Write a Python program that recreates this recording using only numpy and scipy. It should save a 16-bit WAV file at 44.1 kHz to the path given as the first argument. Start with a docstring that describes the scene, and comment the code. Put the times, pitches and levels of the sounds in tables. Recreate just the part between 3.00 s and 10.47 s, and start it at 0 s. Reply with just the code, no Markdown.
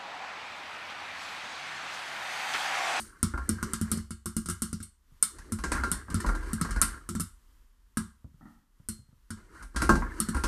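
"""Popcorn pops in a lidded steel pot on a gas hob, heard from just above the lid in a small kitchen.
Each kernel makes a noisy click, rings the lid and booms through the low notes of the hollow pot.
Now and then the pot is shaken: random little slips scrape, corn clacks and low noise rumbles in the hob.
The pot also knocks on the iron grate with a clang, a tick and a thud. Faint taps and a rattle come between.
The burner is softly fluttering low noise underneath."""
import sys
import numpy as np
from scipy import signal
from scipy.fft import rfft, irfft
from scipy.io import wavfile
from scipy.ndimage import uniform_filter1d, map_coordinates

SR = 44100
rng = np.random.default_rng(int(sys.argv[2]) if len(sys.argv) > 2 else 0)


def store_wav(level_fs):
    """Save 16-bit WAV to argv[1]."""
    pcm = np.round(np.clip(np.atleast_2d(level_fs), -1, 1) * 32767)
    wavfile.write(sys.argv[1], SR, pcm.T.astype(np.int16))


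N = 329427
TIME = np.arange(N) / SR  # time in the scene [s]
AGE = np.arange(SR // 2) / SR  # time since a blow [s]

# Event levels are set before each layer's own trim; levels of notes and colours are relative.
# bursting kernels: (time [s], crack [dB], lid ring [dB], lid pitch [Hz], hollow boom [dB])
KERNELS = [(-.05, -7.5, -33, 1390, -27.5), (0.2294, -13, -30, 1362, -20), (0.4916, -15, -33, 1450, -21),
           (0.628, -27.5, -26.5, 1452, -26.5), (0.7344, -19.5, -32, 1367, -29.5),
           (0.8133, -26.5, -41, 1390, -22.5), (0.9158, -17.5, -33, 1240, -24.5),
           (0.974, -34.5, -48, 1410, -27.5), (1.107, -34.5, -40.5, 1324, -32.5),
           (1.258, -26.5, -34.5, 1110, -29.5), (1.3658, -23.5, -38, 1220, -24),
           (1.459, -31.5, -41.5, 1330, -35.5), (1.4875, -27, -34, 1360, -30.5),
           (1.499, -23.5, -33.5, 1330, -34), (1.6203, -20, -35.5, 1410, -26.5),
           (1.7294, -28.5, -43.5, 1390, -27.5), (1.8029, -48, -47.5, 1580, -39),
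           (1.8278, -34.5, -64.5, 1530, -49), (2.2264, -5.5, -31, 1410, -42.5),
           (2.5211, -28.5, -35.5, 1360, -25.5), (2.916, -15, -32.5, 1456, -30),
           (3.1014, -41, -41.5, 1034, -36), (3.144, -23.5, -33.5, 1400, -22),
           (3.2028, -32.5, -33, 1790, -44), (3.5322, -25, -40, 1470, -25.5), (3.613, -22, -26.5, 1306, -21),
           (3.708, -33, -34.5, 1600, -37), (3.8156, -8, -23, 1350, -30.5),
           (4.0899, -29.5, -34.5, 1340, -28), (4.1513, -35, -36, 1354, -25.5),
           (4.1985, -26, -36.5, 1270, -27), (4.2055, -23, -38.5, 1334, -32.5),
           (4.9715, -24.5, -29, 1637, -23.5), (5.8872, -23, -45.5, 1486, -31.5),
           (6.3049, -35, -39, 1480, -33), (7.202, -13.5, -33, 1314, -26.5), (7.2871, -30, -34, 1370, -24.5)]
# notes of the lid's edge that sing on: (time [s], pitch [Hz], level before rise and decay [dB])
SINGING_NOTES = [(0.2298, 3560, -59), (2.2256, 4220, -50), (5.8874, 4210, -49.5)]
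# the pot bumps on the grate: (time [s], clang [dB], clang pitch [Hz], metal tick [dB], hob thud [dB])
GRATE_BUMPS = [(0.338, -23.5, 1360, -58, -22.5), (0.376, -24.5, 1290, -41.5, -44),
               (0.584, -34, 1640, -52, -46.5), (2.385, -41, 1290, -40, -46), (2.587, -34.5, 1160, -37, -28),
               (2.638, -19.5, 1650, -25.5, -27), (2.718, -17, 1700, -18.5, -21),
               (2.75, -26, 1400, -55, -28.5), (2.793, -25.5, 1420, -55, -25.5),
               (2.836, -17.5, 1380, -28, -42), (2.937, -33, 1630, -49, -53), (3.083, -34, 1150, -69, -31.5),
               (3.245, -22, 1040, -54, -16), (3.263, -23, 1350, -29, -29), (3.288, -20, 1420, -36, -27),
               (3.35, -29, 1540, -35.5, -44), (3.428, -33, 1600, -46, -60), (3.515, -40, 1310, -61, -57),
               (3.648, -24.5, 1280, -35, -33), (3.69, -34, 991, -44, -22), (3.761, -25, 1400, -35, -19),
               (3.821, -21.5, 1420, -19.5, -29.5), (3.942, -36, 1400, -57, -73),
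               (6.55, -39.5, 1364, -56, -64), (6.625, -38.5, 1310, -40, -37.5),
               (6.745, -36, 1370, -53, -30.5), (6.761, -21, 1680, -23.5, -22),
               (6.819, -16.5, 1380, -21, -22), (6.892, -4.5, 1303, -21.5, -12.5),
               (6.954, -20.5, 1380, -31, -31), (7.022, -21, 1040, -56, -52.5),
               (7.346, -23, 1450, -31, -18.5), (7.366, -20.5, 1380, -31.5, -30),
               (7.437, -18.5, 1300, -22, -16.5)]
# soft dull taps: (time [s], level [dB])
SOFT_TAPS = [(2.119, -54), (5.245, -36), (5.343, -47), (5.8, -45.5), (5.991, -44), (6.089, -51),
             (6.128, -51.5)]
# a faint hollow rattle: (time [s], level [dB])
FAINT_RATTLE = [(5.41, -40.5), (5.428, -40), (5.454, -35.5), (5.478, -43)]
# vigour of each bout of shaking: (time [s], vigour [dB])
SHAKING_BOUTS = [
    [(0.0, -59), (0.282, -64), (0.406, -56.5), (0.524, -49), (0.798, -57), (0.918, -46), (0.98, -51.5)],
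    [(2.36, -57), (2.402, -52.5), (2.594, -66), (2.772, -31), (2.822, -44), (2.914, -39.5), (2.98, -46)],
    [(3.12, -45), (3.346, -44), (3.678, -47), (3.788, -41), (3.924, -52.5), (4.05, -58.5)],
    [(6.4, -56.5), (6.476, -61.5), (6.646, -49.5), (6.68, -71)],
    [(6.77, -61), (6.81, -35), (6.926, -50), (7.078, -42), (7.234, -49), (7.47, -50)],
]

# ringing notes of the air in the pot: (pitch [Hz], level [dB], time to fall 60 dB [s])
HOLLOW_NOTES = [(42, -14, 0.28), (67.63, -12.5, 0.64), (92.9, -1.5, 0.22), (174.6, 2.5, 0.12),
                (218.9, 2, 0.21), (217.6, 11, 0.004), (244, -8, 0.088), (345, -18.5, 0.24)]
# ringing notes of the lid: (pitch [Hz], level [dB], time to fall 60 dB [s])
LID_NOTES = [(1064, -12, 0.19), (1043, 1, 0.086), (1192, 0, 0.19), (1303, 6.5, 0.14), (1400, -1, 0.22),
             (1610, -2, 0.3), (1750, -9, 0.055), (1890, -15.5, .2), (1943, -8.5, 0.18), (2350, -13, 0.2)]
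# ringing notes of the lid's edge: (pitch [Hz], level [dB], time to fall 60 dB [s])
EDGE_NOTES = [(2190, -4, 0.17), (2700, -5, 0.1), (2965, -10.5, 0.34), (3620, -7, 0.25), (4103, -8, 0.12),
              (4340, -2, 0.27), (4830, -9.5, 0.11), (5370, 1.5, 0.11), (5510, -1, 0.11), (6130, 15, 0.023)]
# ringing notes of the pot: (pitch [Hz], level [dB], time to fall 60 dB [s])
POT_NOTES = [(581, -21.5, 0.036), (699, -18.5, 0.17), (820, -22, 0.33), (986, 1, 0.075), (1086, -4.5, 0.23),
             (1075, -10, .2), (1170, -16.5, 0.25), (1265, -16, 0.1), (1384, -4.5, 0.25), (1436, -9, 0.2),
             (1475, -22.5, .25), (1586, -3, 0.22), (1637, -12, .2), (1720, -18, 0.16)]
# low notes of the hob: (pitch [Hz], level [dB], time to fall 60 dB [s])
HOB_NOTES = [(39, 2, 0.69), (45.34, 0, 0.54), (55.9, 5, 0.32), (66.3, -0.5, 0.59), (73, -7, 0.14),
             (98.4, -14.5, 1)]

# colour of the hull's crack: (frequency [Hz], level per Hz [dB])
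CRACK_COLOUR = [(3000, -39), (6000, -17), (7500, -6.5), (8500, 2.5), (9400, 1), (10300, -6.5),
                (11600, -9.5), (12600, -14), (14000, -21), (16000, -39)]
# colour of the snap at the lid: (frequency [Hz], level per Hz [dB])
SNAP_COLOUR = [(1200, -30), (2100, -9.5), (2450, -20.5), (2900, -8.5), (3400, -11), (4400, -7),
               (5400, -5.5), (6500, -6.5), (8000, -0.5), (12000, -35)]
# colour of the struck lid and the pot's clang: (frequency [Hz], level per Hz [dB])
CLANG_COLOUR = [(300, -48), (750, -24.5), (950, -6), (1130, 1), (1400, 5.5), (1650, -5.5), (1850, -12),
                (2100, -9), (2500, -26), (5000, -47.5)]
# colour of the metal tick and the sliding hiss: (frequency [Hz], level per Hz [dB])
TICK_COLOUR = [(1200, -19.5), (2000, 2.5), (2400, -4.5), (2700, -4), (3300, -9.5), (4400, -2), (7300, -4.5),
               (8600, -0.5), (10500, -6.5), (14000, -25)]
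# colour of the base's dull knock: (frequency [Hz], level per Hz [dB])
KNOCK_COLOUR = [(80, -25.5), (160, -1), (240, 6), (350, -0.5), (430, -8.5), (490, -10.5), (550, -6.5),
                (660, -16), (900, -8), (2000, -44.5)]
# colour of the soft taps: (frequency [Hz], level per Hz [dB])
TAP_COLOUR = [(25, -11), (65, 8.5), (130, 7), (250, -5), (400, -23), (550, -21.5), (750, -30), (1400, -30),
              (2000, -55)]
# colour of the faint rattle: (frequency [Hz], level per Hz [dB])
RATTLE_COLOUR = [(100, -8), (220, 3.5), (300, -4.5), (450, -34), (640, -20), (850, -11), (1100, -23),
                 (1340, -9.5), (1570, -30), (1850, -13), (2050, -29.5), (2400, -59)]
# colour of the corn and the scrape: (frequency [Hz], level per Hz [dB])
SCRAPE_COLOUR = [(400, -16), (750, -23), (1000, -5), (1380, 1), (1650, 1), (2100, -9.5), (2500, -22.5),
                 (2900, -22.5), (3600, -26.5), (6000, -41)]
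# colour of the base rubbing on the grate: (frequency [Hz], level per Hz [dB])
RUB_COLOUR = [(100, -31.5), (230, 0.5), (350, 9), (450, -1.5), (550, -9), (750, -22), (2000, -43.5)]
# colour of the boom in the kitchen: (frequency [Hz], level per Hz [dB])
BOOM_COLOUR = [(50, -16.5), (97, 3), (130, -12.5), (175, -2.5), (222, 1.5), (275, -13), (305, -17),
               (350, -8.5), (420, -25.5), (700, -47.5)]
# colour of the flame: (frequency [Hz], level per Hz [dB])
BURNER_COLOUR = [(15, -34), (25, 7.5), (36, 6.5), (136, -26.5), (244, -23), (525, -36), (802, -39),
                 (892, -30), (1160, -29.5), (2030, -34.5), (2310, -39.5), (3180, -36), (3440, -38.5),
                 (5120, -39), (14000, -40.5)]

# a harder burst snaps louder, and its click stands further out of its echoes [dB, then dB per dB]
SNAP_DB, SNAP_PER_CRACK, SNAP_PER_LID = -13.5, 0.42, 0.27
CLICK_DB, CLICK_PER_CRACK = 4, 0.31
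SNAP_HZ, SNAP_SCATTER = 5390, 0.067  # middle pitch of the edge's note, and its spread (log scale)
EDGE_DB, TING_DB = -7, -9.5  # the edge's notes and its strongest note, beside the snap
SING_RISE_S, SING_T60_S = .015, 0.37
# the dull knock grows with both clang and thud [dB, then dB per dB]
KNOCK_DB, KNOCK_PER_CLANG, KNOCK_PER_THUD = -2.5, 0.83, 0.3
VIGOUR_DB = -47  # an ordinary shake
SETTLE_DB_PER_S = 231  # how fast vigour grows before a bout and falls after it
LURCH_HZ = 14  # knots a second in the uneven sliding
BURNER_DB = -61  # middle level of the fluttering flame
TOP_HZ = 14400  # upper band limit of the microphone


def amp(db):
    """Turn decibels into gain."""
    return 10 ** (np.asarray(db) / 20)


def unit(x):
    """Scale to an average (rms) level of 1."""
    return x / np.sqrt(np.mean(x ** 2) + 1e-20)


def crest(x, size=176):
    """Scale so that the loudest few milliseconds have rms 1."""
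    return x / np.sqrt(uniform_filter1d(x ** 2, size).max() + 1e-20)


def wobble(rate):
    """Draw a smooth random curve with this many knots a second."""
    knots = rng.standard_normal(int(N * rate / SR) + 4)
    return map_coordinates(knots, [TIME * rate])


def colour(points, size=4096):
    """Make a filter whose strength at each frequency follows the points and that answers at once."""
    hz, db = np.transpose(points)
    bins = np.log(np.fft.rfftfreq(size, 1 / SR) + 1)
    gain = amp(np.interp(bins, np.log(hz), db))
    # folding this log spectrum puts the filter's energy as early as possible
    cepstrum = irfft(np.log(gain))
    cepstrum[1:size // 2] *= 2
    cepstrum[size // 2 + 1:] = 0
    return irfft(np.exp(rfft(cepstrum)))


def varied(points):
    """Make a colour filter with small random changes, since no two blows are quite alike."""
    hz, db = np.transpose(points)
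    return colour(np.transpose([hz, db + 2 * rng.standard_normal(len(hz))]))


def through(x, response):
    """Pass x through a filter, an echo pattern or a ringing body."""
    return signal.fftconvolve(x, response)[:len(x)]


def partials(modes):
    """Make one dying oscillation, as complex numbers, for each note of a body."""
    hz, db, t60 = np.transpose(modes)[:, :, None]
    return amp(db - 60 * AGE / t60) * np.exp(2j * np.pi * hz * AGE)


def steel(t60, count=110):
    """Make the dense thicket of treble notes that thin steel has."""
    hz = np.linspace(2400, 14000, count) + rng.uniform(-50, 50, count)
    level = 2 * rng.standard_normal(count)
    return partials(np.transpose([hz, level, np.full(count, t60)]))


def favour(rows, hz, lift_db, width):
    """Lift, in dB, the notes near the pitch that a blow excites most."""
    return lift_db * np.exp(-(np.log(np.transpose(rows)[0] / hz) / width) ** 2)


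def ring(bank, spread_db, bias_db=0):
    """Ring a body: each blow lands elsewhere, so it weights the notes anew."""
    level, phase = rng.standard_normal(len(bank)), rng.random(len(bank))
    weights = amp(spread_db * level + bias_db) * np.exp(2j * np.pi * phase)
    soft_start = 1 - np.exp(-AGE / 0.00086)
    return crest((weights @ bank).real * soft_start)


def echoes(pot_t60, room_db, room_t60):
    """Dense reflections as noise: a quick flurry in the pot, then the kitchen's tail."""
    fade = amp(-60 * AGE / pot_t60) + amp(room_db - 60 * AGE / room_t60)
    return rng.standard_normal(len(AGE)) * fade


def impulse():
    """A single sharp click."""
    return signal.unit_impulse(len(AGE))


def fading_tone(hz, t60):
    """One pure note that dies away."""
    return crest(amp(-60 * AGE / t60) * np.sin(2 * np.pi * hz * AGE))


def add(track, s, sound):
    """Mix a sound into the track from time s on."""
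    start = round(s * SR)
    sound = sound[max(-start, 0):]  # skip what lies before the scene starts
    part = track[max(start, 0):][:len(sound)]
    part += sound[:len(part)]


def burner():
    """The low flame flutters softly: coloured noise with a wandering level."""
    flame = unit(through(rng.standard_normal(N), colour(BURNER_COLOUR)))
    return amp(BURNER_DB + 3.1 * wobble(6.7)) * flame


def taps():
    """Faint muffled taps and a brief rattle: coloured echoes, led by a click in the taps."""
    out = np.zeros(N)
    for s, db in SOFT_TAPS:
        push = amp(29.0) * impulse() + echoes(pot_t60=0.061, room_db=-6.0, room_t60=0.31)
        add(out, s, amp(db - 2.0) * crest(through(push, colour(TAP_COLOUR))))
    for s, db in FAINT_RATTLE:
        shake = echoes(pot_t60=0.054, room_db=-8.5, room_t60=0.53)
        add(out, s, amp(db - 10) * crest(through(shake, colour(RATTLE_COLOUR))))
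    return out


def grit(rate, spread_db):
    """Tiny slips of uneven size at random moments."""
    happens = rng.random(N) < rate / SR
    return happens * rng.standard_normal(N) * amp(spread_db * rng.standard_normal(N))


def tumbling(rate, spread_db, size=2600):
    """Puffed corn tumbles against the wall: little clacks, each at its own pitch."""
    out, age = np.zeros(N), AGE[:size]
    for when, pitch, weight in rng.random((int(rate * N / SR), 3)):
        hz = 900 * 2.4 ** pitch
        clack = np.sin(2 * np.pi * hz * age) * amp(-60 * age / age[-1])
        add(out, when * N / SR, amp(spread_db * weight) * clack)
    return unit(out)


def stirred(db, growth, uneven_db):
    """Gain that follows the shaking: dB at ordinary vigour, dB per dB of vigour, unevenness in dB."""
    bouts = []
    for s, level in map(np.transpose, SHAKING_BOUTS):
        outside = np.abs(TIME - np.clip(TIME, s[0], s[-1]))  # seconds away from this bout
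        bouts.append(np.interp(TIME, s, level) - SETTLE_DB_PER_S * outside)
    vigour = np.max(bouts, axis=0) - VIGOUR_DB
    return amp(db + growth * vigour + uneven_db * wobble(LURCH_HZ))


def sliding():
    """The base stutters over the grate, stirring the pot's notes, tossing the corn and rocking the hob."""
    slips = grit(rate=3400, spread_db=2) * amp(2 * wobble(35))
    clacks = unit(through(tumbling(rate=190, spread_db=16, size=2300), colour(SCRAPE_COLOUR)))
    scrape = unit(through(slips, colour(SCRAPE_COLOUR)))
    drone = unit(through(slips, partials(POT_NOTES).real.sum(axis=0)))
    corn = unit(clacks + amp(-4) * scrape + amp(-10) * drone)
    rub = unit(through(slips, colour(RUB_COLOUR)))
    # the kitchen smears the fine treble of the slips into a smooth hiss
    smeared = through(slips, echoes(pot_t60=.05, room_db=-6, room_t60=.3))
    hiss = unit(through(smeared, colour(TICK_COLOUR)))
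    rumble = unit(through(rng.standard_normal(N), partials(HOB_NOTES).real.sum(axis=0)))
    out = stirred(db=-50, growth=0.88, uneven_db=2.3) * corn
    out += stirred(db=-54.5, growth=.8, uneven_db=6.7) * rub
    out += stirred(db=-61.5, growth=.7, uneven_db=3) * hiss
    out += stirred(db=-47.5, growth=0.73, uneven_db=2) * rumble
    return out


def knocks():
    """Steel meets the iron grate: a tick, the pot's clang, a dull knock and a slow thud of the hob."""
    out = np.zeros(N)
    pot, hob, thicket = partials(POT_NOTES), partials(HOB_NOTES), steel(t60=0.2)
    for s, clang_db, clang_hz, tick_db, thud_db in GRATE_BUMPS:
        blow = amp(17) * impulse() + echoes(pot_t60=.05, room_db=-15, room_t60=.27)
        clang = crest(through(blow, varied(CLANG_COLOUR)))
        note = ring(pot, spread_db=3.5, bias_db=favour(POT_NOTES, clang_hz, lift_db=9.0, width=0.066))
        add(out, s, amp(clang_db - 13) * clang + amp(clang_db - 11) * note)

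        shimmer = amp(-5) * ring(thicket, spread_db=5)
        metal = shimmer + echoes(pot_t60=0.06, room_db=-4, room_t60=0.34)
        add(out, s, amp(tick_db - 10.5) * crest(through(metal, varied(TICK_COLOUR))))

        knock_db = KNOCK_DB + KNOCK_PER_CLANG * clang_db + KNOCK_PER_THUD * thud_db
        base = echoes(pot_t60=0.07, room_db=-6.0, room_t60=0.43)
        add(out, s, amp(knock_db - 6.0) * crest(through(base, varied(KNOCK_COLOUR))))

        thud = ring(hob, spread_db=7) * (1 - np.exp(-AGE / 0.0024))
        add(out, s, amp(thud_db - 4.5) * crest(thud))
    return out


def singing():
    """A kernel hits the lid's edge squarely, and one lightly damped note outlasts the pop."""
    out = np.zeros(N)
    for s, hz, db in SINGING_NOTES:
        envelope = amp(db - 60 * AGE / SING_T60_S) * (1 - np.exp(-AGE / SING_RISE_S))
        add(out, s, envelope * np.sin(2 * np.pi * hz * AGE))
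    return out


def hull_tear():
    """The hull tears as a click with very brief noise, and the lid throws it back a moment later."""
    tear = rng.standard_normal(len(AGE)) * amp(-60 * AGE / .003)
    tear = tear / np.linalg.norm(tear) + impulse()
    return tear + amp(-7) * np.roll(tear, round(SR * rng.uniform(.0008, .0016)))


def crack(tear, shimmer, click_db):
    """The torn hull's click, with a little steel shimmer and dense echoes."""
    split = amp(click_db + 23.5) * tear + shimmer / 2
    split = split + echoes(pot_t60=0.039, room_db=-14.0, room_t60=0.29)
    return crest(through(split, varied(CRACK_COLOUR)))


def lid_snap(tear, shimmer, click_db, rim):
    """The click snaps at the lid, and its edge rings, with one strong note of its own each time."""
    shell = amp(click_db - 0.5) * tear + shimmer
    shell = shell + echoes(pot_t60=0.087, room_db=-2.0, room_t60=0.32)
    ting = fading_tone(SNAP_HZ * np.exp(SNAP_SCATTER * rng.standard_normal()), t60=.15)
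    edge = amp(EDGE_DB) * ring(rim, spread_db=4.5) + amp(TING_DB) * ting
    return crest(through(shell, varied(SNAP_COLOUR))) + edge


def lid_strike(lid, lid_hz):
    """The flying kernel hits the lid: a short tock and a ring near the same pitch."""
    blow = amp(24.5) * impulse() + echoes(pot_t60=0.025, room_db=-4, room_t60=0.32)
    struck = crest(through(blow, varied(CLANG_COLOUR)))
    note = ring(lid, spread_db=5.5, bias_db=favour(LID_NOTES, lid_hz, lift_db=6, width=0.16))
    tock = fading_tone(lid_hz, t60=.07)
    return amp(-6) * tock + amp(-5) * struck + amp(-11.0) * note


def hollow_boom(hollow):
    """The puff's pressure step starts all the low notes together; the kitchen blurs their tail."""
    weights = amp(2.5 * rng.standard_normal(len(hollow)))
    boom = -weights @ hollow.imag * (1 - np.exp(-AGE / .002))
    tail = through(echoes(pot_t60=.1, room_db=-6, room_t60=.28), varied(BOOM_COLOUR))
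    return crest(boom) + amp(-7) * crest(tail)


def pops():
    """The hull splits with a click; the puff of steam booms in the pot and shakes the lid."""
    out = np.zeros(N)
    hollow, lid, rim = partials(HOLLOW_NOTES), partials(LID_NOTES), partials(EDGE_NOTES)
    thicket = steel(t60=.14)
    for s, crack_db, lid_db, lid_hz, boom_db in KERNELS:
        snap_db = SNAP_DB + SNAP_PER_CRACK * crack_db + SNAP_PER_LID * lid_db
        click_db = CLICK_DB + CLICK_PER_CRACK * crack_db
        tear = hull_tear()
        shimmer = amp(-3) * ring(thicket, spread_db=4)
        add(out, s, amp(crack_db - 4.5) * crack(tear, shimmer, click_db))
        add(out, s, amp(snap_db - 7.5) * lid_snap(tear, shimmer, click_db, rim))
        add(out, s, amp(lid_db) * lid_strike(lid, lid_hz))
        add(out, s, amp(boom_db - 1.0) * hollow_boom(hollow))
    return out


def scene():
    """The pot is dead ahead; only scattered treble differs between left and right."""
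    mid = burner() + taps() + sliding() + knocks() + singing() + pops()
    scatter = rng.standard_normal(len(AGE)) * AGE * amp(-60 * AGE / .012)
    # how much treble is scattered: (frequency [Hz], level [dB])
    treble = through(mid, colour([(2500, -69), (4500, -60), (7000, -20.5), (10000, -9.0), (13000, -15.5)]))
    side = through(treble, scatter / np.linalg.norm(scatter))
    return np.array([mid + side, mid - side])


def record(dry):
    """The microphone sheds the deepest bass, rounds the loudest peaks and cuts what lies above its band."""
    heard = signal.sosfilt(signal.butter(3, 26, "high", fs=SR, output="sos"), dry)
    heard = heard / (1 + (heard / .68) ** 4) ** (1 / 4)  # peaks bend smoothly towards .68
    return signal.sosfilt(signal.ellip(10, .1, 90, TOP_HZ, fs=SR, output="sos"), heard)


dry = scene()
out = record(dry)
store_wav(out)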